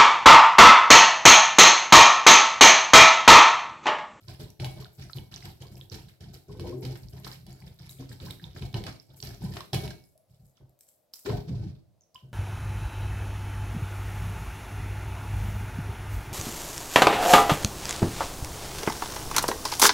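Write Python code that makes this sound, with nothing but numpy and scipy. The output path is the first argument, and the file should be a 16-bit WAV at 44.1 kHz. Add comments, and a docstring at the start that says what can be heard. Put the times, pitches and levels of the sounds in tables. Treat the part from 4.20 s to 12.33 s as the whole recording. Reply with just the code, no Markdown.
"""A wire whisk beats wet batter in a steel bowl on a kitchen worktop. From the start the wires drag and
knock on the bowl, which booms dully, while the batter squelches and its air pockets pop. Near 2.5 s the
wires chatter on the wall and the batter gurgles; the hardest knock comes near 5.5 s. Then the whisk is
lifted and dipped twice, with ticks, small plinks and a last big slosh near 7 s. All along, the bowl wall
and the small hard kitchen throw the sound back to a phone close by."""
import sys
import numpy as np
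from scipy import signal
from scipy.fft import rfft, irfft
from scipy.io import wavfile
from scipy.ndimage import uniform_filter1d

SR = 44100
rng = np.random.default_rng(int(sys.argv[2]) if len(sys.argv) > 2 else 0)


def store_wav(level_fs):
    """Save 16-bit WAV to argv[1]."""
    pcm = np.round(np.clip(np.atleast_2d(level_fs), -1, 1) * 32767)
    wavfile.write(sys.argv[1], SR, pcm.T.astype(np.int16))


N = 358533
TIME = np.arange(N) / SR

# pushes of the whisk through the batter and along the steel, two or three to a turn of the wrist:
# (time [s], length [s], boom level [dB], scrape level [dB], squelch level [dB], froth level [dB])
WHISK_PUSHES = [ (0.0, 0.077, -52, -73, -64, -64), (0.072, 0.039, -39, -49.5, -50.5, -60.5),
                (0.188, 0.035, -36.5, -44.5, -49.5, -56), (0.391, 0.054, -30.5, -41.5, -49, -59),
                (0.432, 0.056, -34.5, -49.5, -50.5, -54.5), (0.552, 0.068, -39.5, -48.5, -51, -59.5),
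                (0.775, 0.077, -40, -53.5, -50, -60), (0.948, 0.024, -33, -45, -53, -57),
                (1.108, 0.093, -46.5, -56.5, -49, -60), (1.228, 0.065, -40.5, -50.5, -54, -59.5),
                (1.399, 0.048, -41, -51.5, -50.5, -60), (1.493, 0.14, -43, -53.5, -61, -59.5),
                (1.705, 0.07, -39, -47.5, -51.5, -59.5), (1.826, 0.06, -48, -69, -61.5, -67.5),
                (1.998, 0.12, -41.5, -55, -61, -70.5), (2.12, 0.05, -49.5, -55.5, -60.5, -62),
                (2.277, 0.19, -40, -51, -60, -67.5), (2.384, 0.15, -35.5, -40.5, -53, -61.5),
                (2.618, 0.1, -35, -45.5, -49, -59), (2.818, 0.04, -39.5, -65, -63, -75),
                (2.92, 0.075, -40.5, -52.5, -56, -63), (3.03, 0.083, -42.5, -53, -47, -52.5),
                (3.154, 0.19, -47, -81, -71, -80), (3.254, 0.11, -44.5, -55, -57.5, -64),
                (3.406, 0.097, -43, -59, -58.5, -63.5), (3.586, 0.2, -45, -60.5, -57, -66),
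                (3.787, 0.031, -37, -47, -53.5, -79), (3.884, 0.056, -41, -55.5, -53, -58),
                (4, 0.12, -38, -48, -52, -57), (4.211, 0.072, -41, -56.5, -51.5, -62.5),
                (4.341, .04, -41, -49, -50.5, -57), (4.406, 0.019, -29, -42.5, -49.5, -56.5),
                (4.534, 0.028, -27, -36.5, -45, -55), (4.648, 0.033, -38, -45, -46, -57),
                (4.883, 0.13, -51.5, -62, -63, -73), (5.023, 0.11, -38.5, -49, -50.5, -64),
                (5.201, 0.14, -32, -46.5, -53.5, -56.5), (5.34, 0.047, -56, -47.5, -50, -54),
                (5.526, 0.025, -25, -33.5, -36, -44), (5.626, 0.013, -28.5, -37, -45, -54),
                (6.08, 0.062, -56, -82, -71.5, -70), (6.192, 0.039, -50, -72, -92, -77),
                (6.341, 0.044, -83, -80, -71.5, -87), (6.397, 0.027, -47.5, -59.5, -82, -89),
                (7.047, 0.066, -38, -34.5, -47, -53), (7.094, 0.055, -25, -37, -48, -67),
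                (7.267, .23, -27.5, -47, -55.5, -72), (7.938, 0.012, -62, -74, -59.5, -67.5),
                (8.022, 0.076, -46, -63, -92, -79)]
# tone of squelching batter: (frequency [Hz], level [dB])
SQUELCH_TONE = [(600, -1), (1100, 0.5), (1800, 1.5), (2600, 1.5), (3600, 2), (5200, 2.5), (6500, -4.5),
                (9000, -10.5), (16000, -23)]
# tone of crackling froth: (frequency [Hz], level [dB])
FROTH_TONE = [(3500, -11.5), (6500, -1), (8000, 2.5), (9700, -4.5), (11500, 3.5), (14000, -0.5),
              (16000, -6.5)]


def undb(db):
    """Turn decibels into a factor to multiply by."""
    return 10 ** (np.asarray(db) / 20)


def unit(x):
    """Scale a sound to an average strength (rms) of 1."""
    return x / np.sqrt(np.mean(x ** 2))


def at(points, hz):
    """Read a curve of (frequency, value) points, with octaves evenly spaced."""
    freqs, values = np.transpose(points)
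    return np.interp(np.log(np.maximum(hz, 1)), np.log(freqs), values)


def colour(x, points, share=1):
    """Shape the tone of a sound with a (frequency, dB) curve; share scales the decibels."""
    size = 4096
    gains = undb(share * at(points, np.fft.rfftfreq(size, 1 / SR)))
    cepstrum = irfft(np.log(gains))
    # folding this onto its first half makes the filter ring only after a hit, never before
    cepstrum[1:size // 2] *= 2
    cepstrum[size // 2 + 1:] = 0
    return signal.oaconvolve(x, irfft(np.exp(rfft(cepstrum))))[:len(x)]


def fade(t, fade_s):
    """Die away smoothly, dropping 60 dB in the fade time."""
    return np.exp(-np.log(1000) * t / fade_s)


def add(out, start, sound):
    """Mix a sound in at a start time in seconds."""
    i = int(start * SR)
    out[..., i:i + sound.shape[-1]] += sound[..., :N - i]


def even(x, seconds):
    """Take out slow swells and keep the fine grain, at a strength of about 1."""
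    size = int(seconds * SR)
    power = uniform_filter1d(uniform_filter1d(x ** 2, size), size)
    return x / np.sqrt(np.abs(power) + 1e-12)


def wide(make, side_db):
    """Sounds scattered over the bowl reach left and right partly alike, partly not."""
    middle, side = make(), undb(side_db) * make()
    return np.array([middle + side, middle - side]) / np.sqrt(1 + undb(side_db) ** 2 / 2)


def clicks(count, per_s, spread_db):
    """Tiny hits of very unequal size at random moments."""
    out = np.zeros(count)
    where = np.flatnonzero(rng.random(count) < per_s / SR)
    chance = rng.uniform(-1, 1, count)[where]
    out[where] = np.sign(chance) * undb(-spread_db * np.log(np.abs(chance) + .02))
    return out


def swells(rows, rise_s, sag_db_per_s, fall_db_per_s):
    """Loudness over time from (time, length, dB) rows: each rises, sags while it lasts, then dies away."""
    power, t = np.full(N, 1e-14), TIME[:SR]
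    for start, length, db in rows:
        held = np.minimum(t, length)
        shape = np.minimum(t / rise_s, 1) * undb(-sag_db_per_s * held - fall_db_per_s * (t - held))
        add(power, start, (undb(db) * shape) ** 2)
    return np.sqrt(power)


def room_tone(db=-75, side_db=-5):
    """The faint steady rush of the kitchen."""
    # tone of the rush: (frequency [Hz], level [dB])
    rush_tone = [(30, -14.5), (110, -12), (220, -13.5), (400, -14), (620, -5), (900, -19), (1500, -28),
                 (3000, -30), (4800, -28), (7000, -32), (16000, -32.5)]
    middle, side = (unit(colour(rng.standard_normal(N), rush_tone)) for _ in range(2))
    return undb(db) * (middle + undb(side_db) * side * np.array([[1], [-1]]))


def kitchen(x, wall_db=-6, wall_fade_s=0.022):
    """Echoes at one microphone: a quick flutter off the bowl wall, then the wash of the room."""
    # tone of the echoes: (frequency [Hz], level [dB])
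    echo_tone = [(50, -19.5), (150, -17), (300, -7), (700, -0.5), (2000, 0.5), (5000, -4.5), (12000, -1.5)]
    # how long the room rings: (frequency [Hz], fade time [s])
    room_fades = [(100, 0.83), (1000, 0.28), (4000, 0.34), (9000, 0.45), (16000, 0.64)]
    t = TIME[:SR * 3 // 4]
    hz, times, bands = signal.stft(rng.standard_normal(len(t)), SR, nperseg=256)
    tail = signal.istft(bands * fade(times, at(room_fades, hz)[:, None]), SR)[1][:len(t)]
    tail *= np.clip(t / 0.0031 - .5, 0, 1)  # the room answers a moment late
    wall = rng.standard_normal(len(t)) * fade(t, wall_fade_s) * (t > .001)
    echoes = tail / np.linalg.norm(tail) + undb(wall_db) * wall / np.linalg.norm(wall)
    return signal.fftconvolve(x, colour(echoes, echo_tone))[:N]


def bubble(hz, cycles, glide):
    """An air pocket rings: it peaks after `cycles` swings, then dies away, rising a little in pitch."""
    age = np.arange(int(10 * cycles * SR / hz) + 2) * hz / SR / cycles
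    return age * np.exp(1 - age) * np.sin(2 * np.pi * cycles * age * (1 + glide * age))


def bubbles(rows, glide):
    """One ringing air pocket for each (time, level, pitch, cycles) row."""
    out = np.zeros(N)
    for start, db, hz, cycles in rows:
        add(out, start, undb(db) * bubble(hz, cycles, glide))
    return out


def pockets(per_s, low_hz, high_hz, cycles, spread_db):
    """A crowd of air pockets of all sizes, opening at random moments."""
    out = np.zeros(N)
    when, pitch, size, ring = rng.random((int(per_s * N / SR), 4)).T
    pitch_hz = low_hz * (high_hz / low_hz) ** pitch
    gains = undb(-spread_db * np.log(size + 0.026)) * pitch_hz
    for start, gain, hz, swings in zip(when * N / SR, gains, pitch_hz, cycles * (.5 + ring)):
        add(out, start, gain * bubble(hz, swings, glide=0.012))
    return unit(out)


def drips():
    """Small air pockets plink faintly as the whisk is lifted and dipped."""
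    # plinks: (time [s], level [dB], pitch [Hz], rise [cycles])
    plinks = [(5.954, -59, 622, 3.8), (5.995, -65, 634, 4.6), (6.685, -58.5, 8020, 13.4),
              (7.809, -51, 6300, 2.7), (7.819, -58, 6070, 4.5), (7.835, -62.5, 5660, 9),
              (7.951, -47.5, 1028, 4.1), (7.958, -38.5, 2980, 2.8)]
    return bubbles(plinks, glide=0.00081)


def ticks(ring_db=-2):
    """Light wire touches and spatters: a tiny sharp snap with a brief ring."""
    # touches: (time [s], level [dB], ring pitch [Hz])
    touches = [(0.3027, -38.5, 5860), (2.9993, -39.5, 12000), (3.328, -41.5, 6930), (3.4034, -43.5, 4640),
               (3.694, -31, 3880), (4.1081, -26, 3770), (4.373, -41, 4970), (4.5289, -40, 3560),
               (4.664, -37, 4700), (5.8392, -48, 5100), (5.9775, -47, 10960), (6.4945, -52, 13000),
               (6.59, -47, 13700), (6.6085, -38, 8230), (6.6884, -42.5, 7640), (6.9367, -27, 5030),
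               (6.941, -30.5, 5610), (7.9458, -40, 5000)]
    out, t = np.zeros(N), TIME[:SR // 50]
    for start, db, hz in touches:
        snap = colour(rng.standard_normal(len(t)) * fade(t, 0.0097), FROTH_TONE)
        ring = np.sin(2 * np.pi * hz * t) * fade(t, 0.013)
        add(out, start, undb(db) * (snap / np.abs(snap).max() + undb(ring_db) * ring) / 2)
    return out


def pops(lean_share=0.86, ring_db=-13):
    """Air pockets snap open, each at its own place in the bowl; the hollow rings on, a little lower."""
    # bursting pockets: (time [s], level [dB], pitch [Hz], rise [cycles], lean to the left [dB])
    bursts = [(0.0837, -36.5, 4630, 0.8, -7), (0.6227, -46, 1090, 1.5, 2), (0.6458, -35, 3900, 0.75, -1),
              (0.6556, -45.5, 1440, 1.2, 7), (0.8977, -38.5, 1345, 0.66, 5), (0.9328, -31.5, 4200, 1.3, -2),
              (0.985, -35, 3090, 1, -5), (1.141, -37.5, 3620, 1.5, -6), (1.1612, -29.5, 5740, 1.2, -4),
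              (1.225, -42, 2100, 1, 2), (1.5553, -46, 5440, 1.3, -5), (1.6122, -36, 3440, 1.4, -1),
              (1.699, -40, 5600, 1.2, -9), (2.143, -42.5, 5300, 1.1, -2), (2.6346, -49, 4470, 1.1, -17),
              (2.8333, -52.5, 4850, 1.1, -13), (2.8857, -42.5, 5100, 0.81, -4),
              (3.047, -38.5, 5200, 1.2, -9), (3.068, -44, 1130, 1.5, -3.5), (3.4226, -48.5, 2160, 1.1, 6),
              (3.893, -50, 4600, 1.4, -2), (3.916, -43.5, 1730, 1.1, 7), (4.0015, -43.5, 3800, 1.38, -6.5),
              (4.0842, -45, 1570, 1.7, -5.5), (4.1081, -40, 3530, 1.5, -9), (4.1975, -47, 1730, 1.48, -9),
              (4.241, -34.5, 3620, 2.2, -3), (4.363, -47, 1600, 1, -4), (4.799, -42, 5200, 1.9, -6),
              (5.003, -38.5, 4400, 0.59, -14), (5.027, -27.5, 5560, 0.88, -7.5),
              (5.073, -32.5, 5200, 0.74, -2), (5.3673, -44, 1146, 1.6, 10), (5.4063, -33, 1077, 1.2, -8),
              (5.7083, -41.5, 1615, 1.6, 0)]
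    out = np.zeros((2, N))
    for start, db, hz, cycles, lean_db in bursts:
        gain = undb(db + lean_share * np.array([[lean_db], [-lean_db]]) / 2)
        add(out, start, gain * bubble(hz, cycles, glide=.004))
        ring = bubble(hz * .96, cycles * 3.6, glide=.003)
        add(out, start + 3 * cycles / hz, gain * undb(ring_db) * ring)
    return out


def glugs():
    """Big air pockets gulp as the batter folds over them behind the whisk."""
    # closing pockets: (time [s], level [dB], pitch [Hz], rise [cycles])
    gulps = [(0.60, -51.5, 398, 2.6), (2.28, -46, 395, 11), (2.46, -35.5, 338.3, 9.6),
             (2.54, -37.5, 369.3, 7.4), (3.79, -40.5, 254, 4.9), (5.236, -25, 174, 1.1),
             (7.068, -30.5, 403, 7.2), (7.29, -41.5, 256, 5.1), (7.439, -38.5, 302, 3)]
    return bubbles(gulps, glide=0.014)


def churn(start=2.3, end=2.766, db=-44):
    """Stirred deep, the batter folds over many large pockets at once: a round, unbroken gurgle."""
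    out, count = np.zeros(N), int((end - start) * SR)
    gurgle = even(pockets(220, 239.5, 520, cycles=3, spread_db=1.5), 0.069)[:count]
    add(out, start, undb(db) * gurgle * signal.windows.tukey(count, .9))
    return out


def splats(boost_db=1):
    """A sheet of batter gives way at once: a sudden spray of wet clicks that quickly fades."""
    # batter slapping and tearing open: (time [s], level [dB], fade time [s], brightness [dB])
    slaps = [(0.2006, -47, 0.037, -25), (1.1406, -39, 0.04, 25), (1.2545, -42, 0.085, -19),
             (1.7422, -36.5, 0.058, 8), (2.7551, -39.5, 0.046, -11), (3.046, -34.5, 0.038, -2),
             (3.0687, -32.5, 0.074, -39), (4.0004, -40.5, 0.064, -10), (4.362, -37, 0.033, -20),
             (4.6664, -28, 0.028, -4.5), (4.6751, -33, 0.06, -32), (5.3374, -36, 0.039, -0.5),
             (5.368, -25.5, 0.035, -10.5), (5.4064, -31.5, 0.025, -2), (5.7048, -34.5, 0.045, 4),
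             (7.0588, -29, 0.076, -14.5), (7.0941, -29, 0.073, -20)]
    out, t = np.zeros((2, N)), TIME[:SR // 4]
    for start, db, fade_s, bright_db in slaps:
        def wet_clicks():
            wet = colour(clicks(len(t), 5000, 2.5) * fade(t, fade_s), SQUELCH_TONE)
            return colour(wet, [(1200, 0.0035), (6000, bright_db)])
        spray = wide(wet_clicks, side_db=-2)
        add(out, start, undb(db + boost_db) * spray / np.abs(spray).max())
    return out


def pressure():
    """How hard the wires press on the bowl: the loudness of its boom and of its scrape over time."""
    start, length, boom_db, scrape_db, _, _ = np.transpose(WHISK_PUSHES)
    shape = dict(rise_s=.018, sag_db_per_s=34.5)
    return (swells(zip(start, length, boom_db), **shape, fall_db_per_s=198),
            swells(zip(start, length, scrape_db), **shape, fall_db_per_s=208.5))


def tearing():
    """How fast the batter is torn: the loudness of its squelch and of its froth over time."""
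    # foam bursting off the wires as they leave the batter: (time [s], length [s], level [dB])
    sprays = [(0.708, 0.044, -60.5), (0.893, 0.03, -57.5), (2.565, 0.013, -53), (2.742, 0.018, -54),
              (2.879, 0.019, -59), (3.526, .04, -71), (3.684, 0.019, -47.5), (4.803, .04, -68),
              (4.926, .04, -66), (4.956, 0.1, -50.5), (5.84, 0.01, -62.5), (6.235, 0.043, -68.5),
              (6.589, 0.033, -60.5), (6.676, .03, -65.5), (6.93, 0.017, -46.5)]
    start, length, _, _, squelch_db, froth_db = np.transpose(WHISK_PUSHES)
    shape = dict(rise_s=0.014, sag_db_per_s=26, fall_db_per_s=196.5)
    return (swells(zip(start, length, squelch_db), **shape),
            swells([*zip(start, length, froth_db), *sprays], **shape))


def clumps(per_s, spread_db):
    """Quick random swells as single wires cut in and out."""
    size = int(SR / per_s)
    steps = np.repeat(rng.standard_normal(N // size + 1), size)
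    return unit(undb(spread_db * uniform_filter1d(steps, size // 2)[:N]))


def batter(surface_db=-55, deep_db=-30, squelch_db=-5.5, froth_db=-3.5, foam_db=-2):
    """Wires tear separate pockets at the surface and swish smoothly deep down; froth crackles on top."""
    def torn_pockets():
        return even(colour(pockets(240, 1005, 6760, cycles=1.25, spread_db=4), SQUELCH_TONE), 0.13)

    def crackle():
        snaps = unit(clicks(N, 900, 5.2))
        foam = pockets(160, 6480, 15500, cycles=1.8, spread_db=5.5)
        return even(colour(snaps + undb(foam_db) * foam, FROTH_TONE), 0.043)

    squelch_gain, froth_gain = tearing()
    boom_db = 20 * np.log10(pressure()[0])  # a louder boom means the whisk is deeper
    depth = np.clip((boom_db - surface_db) / (deep_db - surface_db), .2, .95)
    torn = wide(torn_pockets, side_db=2)
    swish = wide(lambda: even(colour(clicks(N, 3500, 3.8), SQUELCH_TONE), .06), side_db=2.5)
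    froth = wide(crackle, side_db=-2.5) * froth_gain * undb(froth_db)
    squelch = (np.sqrt(1 - depth) * torn + np.sqrt(depth) * swish) * squelch_gain * undb(squelch_db)
    return clumps(per_s=60, spread_db=4) * (squelch + froth)


def bowl(low_hz, high_hz=SR):
    """The bowl's ring after one tap, within a pitch range; neighbouring notes swing opposite ways."""
    # notes of bowl, batter and worktop ringing together: (pitch [Hz], level [dB], fade time [s])
    notes = [(48.8, -7, 0.23), (73, -4, 0.18), (90.9, -3.5, 0.29), (109.6, -0.5, 0.22), (129.8, 0.5, 0.36),
             (139.9, -1, 0.18), (164.8, -10.5, 0.55), (194.7, -6, 0.14), (261, -9.5, 0.3),
             (304.7, -14, 0.4), (339.7, -4, .3), (408.5, -6.5, 0.14), (559, -14.5, 0.15),
             (615, -14.5, 0.42), (800, -39, 0.075), (777, -10, 0.22), (900, -18, 0.26), (995.4, -20, 0.077),
             (1246, -19, 0.11), (1517, -19, .2), (1618, -21, 0.33), (2234, -11.5, 0.44), (2520, -18.5, .25),
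             (2970, -6.5, .25), (3320, -21.5, .25), (3350, 0, 0.084), (4070, -13, .22)]
    t = TIME[:SR // 3]
    return sum((-1) ** k * undb(db) * fade(t, fade_s) * np.sin(2 * np.pi * hz * t)
               for k, (hz, db, fade_s) in enumerate(notes) if low_hz <= hz < high_hz)


def judder(start=2.39, end=2.79, slips_per_s=128, wobble=0.084, rough_db=2, db=-42):
    """Pressed against the wall, the wires stick and slip in a rough, nearly regular chatter."""
    # tone of the chatter: (frequency [Hz], level [dB])
    tone = [(80, -14), (140, 4), (260, 2), (370, 10.5), (460, -2), (600, -3), (800, -5.5), (1100, 4)]
    out, count = np.zeros(N), int((end - start) * SR)
    drift = unit(uniform_filter1d(rng.standard_normal(count), size=500))
    slips_so_far = np.floor(np.cumsum(slips_per_s * (1 + wobble * drift)) / SR)
    slips = np.diff(slips_so_far, prepend=0) * undb(rough_db * rng.standard_normal(count))
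    ring = signal.fftconvolve(slips * signal.windows.tukey(count, .5), bowl(100, 1100))
    add(out, start, undb(db) * unit(colour(ring, tone)[:count]))
    return out


def knocks(snap_db=-1, body_db=-9, hollow_db=7, ring_db=-16, rattle_db=-15, rattle_fade_s=0.11):
    """A wire snaps against the steel, its neighbours rattle after it, and the blow rings the bowl."""
    # wire strikes: (time [s], clack level [dB], thud level [dB], fade time [s], brightness [dB])
    strikes = [(0.399, -34, -44.5, 0.012, -20), (0.4452, -26, -40.5, 0.015, -8),
               (0.9714, -38.5, -56, 0.017, 0), (1.4215, -42.5, -52, 0.017, 1),
               (2.0075, -49.5, -67, 0.018, 2), (2.397, -38, -65, 0.01, -7),
               (2.6509, -36.5, -54, 0.018, -4.5), (3.266, -43, -52, 0.012, 2),
               (4.4223, -35, -46, 0.025, -43), (4.5424, -30, -30.5, 0.015, -18),
               (4.639, -32.5, -47, 0.011, -5), (5.026, -35.5, -51, 0.013, -12), (5.0708, -52, -64, 0.01, 7),
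               (5.532, -21, -27, 0.0079, -7), (5.5451, -24.5, -43, 0.021, 2), (5.678, -36, -61, 0.018, -8)]
    # tone of wire hitting steel: (frequency [Hz], level [dB])
    clack_tone = [(300, -20.5), (800, -3.5), (1200, -18.5), (2200, -8), (4200, -5.5), (5500, -8),
                  (7000, -13.5), (11000, -12), (16000, -25)]
    out, t = np.zeros((2, N)), TIME[:SR // 3]

    def burst(shape, bright_db):
        noise = colour(rng.standard_normal(len(t)) * shape, clack_tone)
        return colour(noise, [(3000, 0), (10000, bright_db)])

    # a hard blow brings out the wall's hollow notes more than rubbing does
    body = bowl(0, 700) + undb(hollow_db) * bowl(700, 1100)
    body /= np.std(body[:SR // 20])
    steel = bowl(1100)
    steel /= np.abs(steel).max()
    for start, clack_db, thud_db, fade_s, bright_db in strikes:
        touch = fade(t, fade_s) + undb(rattle_db) * fade(t, rattle_fade_s)
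        clack = wide(lambda: burst(touch, bright_db), side_db=-9)
        snap = burst(fade(t, 0.009), bright_db)
        contact = clack / np.abs(clack).max() + undb(snap_db) * snap / np.abs(snap).max()
        thud = undb(thud_db + body_db) * body
        add(out, start, undb(clack_db) * (contact + undb(ring_db) * steel) + thud)
    return out


def drag(split_hz=230, slosh_db=-2, db=-1):
    """Wires stick and slip over the steel: slow pushes boom, quick slips scrape, the batter sloshes."""
    # a wire cushioned by batter rings the higher notes less: (frequency [Hz], level [dB])
    cushion = [(260, 1.5), (400, 1), (600, -1), (780, -10.5), (950, -6), (1500, -4.5)]
    # tone of sloshing batter: (frequency [Hz], level [dB])
    slosh_tone = [(160, -26), (260, -1), (370, -4.5), (520, -9), (640, -9.5), (800, -8), (1000, -17.5),
                  (1600, -31.5)]
    boom_gain, scrape_gain = pressure()
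    low_ring, high_ring = bowl(0, split_hz), colour(bowl(split_hz, 1600), cushion)

    def rub(ring, per_s, spread_db, even_s):
        return even(signal.oaconvolve(clicks(N, per_s, spread_db), ring)[:N], even_s)

    boom = wide(lambda: rub(low_ring, per_s=160, spread_db=3.6, even_s=0.046), side_db=-19.5)
    scrape = wide(lambda: rub(high_ring, per_s=350, spread_db=4, even_s=0.031), side_db=-9.5)
    slosh = even(colour(pockets(130, 220, 1100, cycles=2.52, spread_db=3.5), slosh_tone), 0.014)
    wet_scrape = (scrape + undb(slosh_db) * slosh) / np.hypot(1, undb(slosh_db))
    return undb(db) * (boom * boom_gain + wet_scrape * scrape_gain)


def scene(pop_echo_db=-4, left_share=0.32):
    """Whisk, bowl and batter in the kitchen; pops on the open surface face the phone and echo less."""
    # tone balance of the phone's two microphones: (frequency [Hz], left minus right [dB])
    balance = [(60, 0), (300, 1), (780, 3.5), (1300, 3), (2400, 1), (4200, -10), (5600, -7.5), (6800, 5.5),
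               (9000, 1), (11200, 4), (14500, 4)]
    whisking = drag() + judder() + churn() + knocks() + splats() + ticks() + batter() + glugs() + drips()
    left, right = (whisk + pop + kitchen(whisk + undb(pop_echo_db) * pop)
                   for whisk, pop in zip(whisking, pops()))
    heard = np.array([colour(left, balance, left_share), colour(right, balance, left_share - 1)])
    return heard + room_tone()


def record(dry):
    """The phone drops the deepest bass and cuts the highest treble."""
    bass_cut = signal.butter(4, 40, "high", fs=SR, output="sos")
    treble_cut = signal.ellip(10, .2, 80, 16000, fs=SR, output="sos")
    return signal.sosfilt(treble_cut, signal.sosfilt(bass_cut, dry))


dry = scene()
out = record(dry)
store_wav(out)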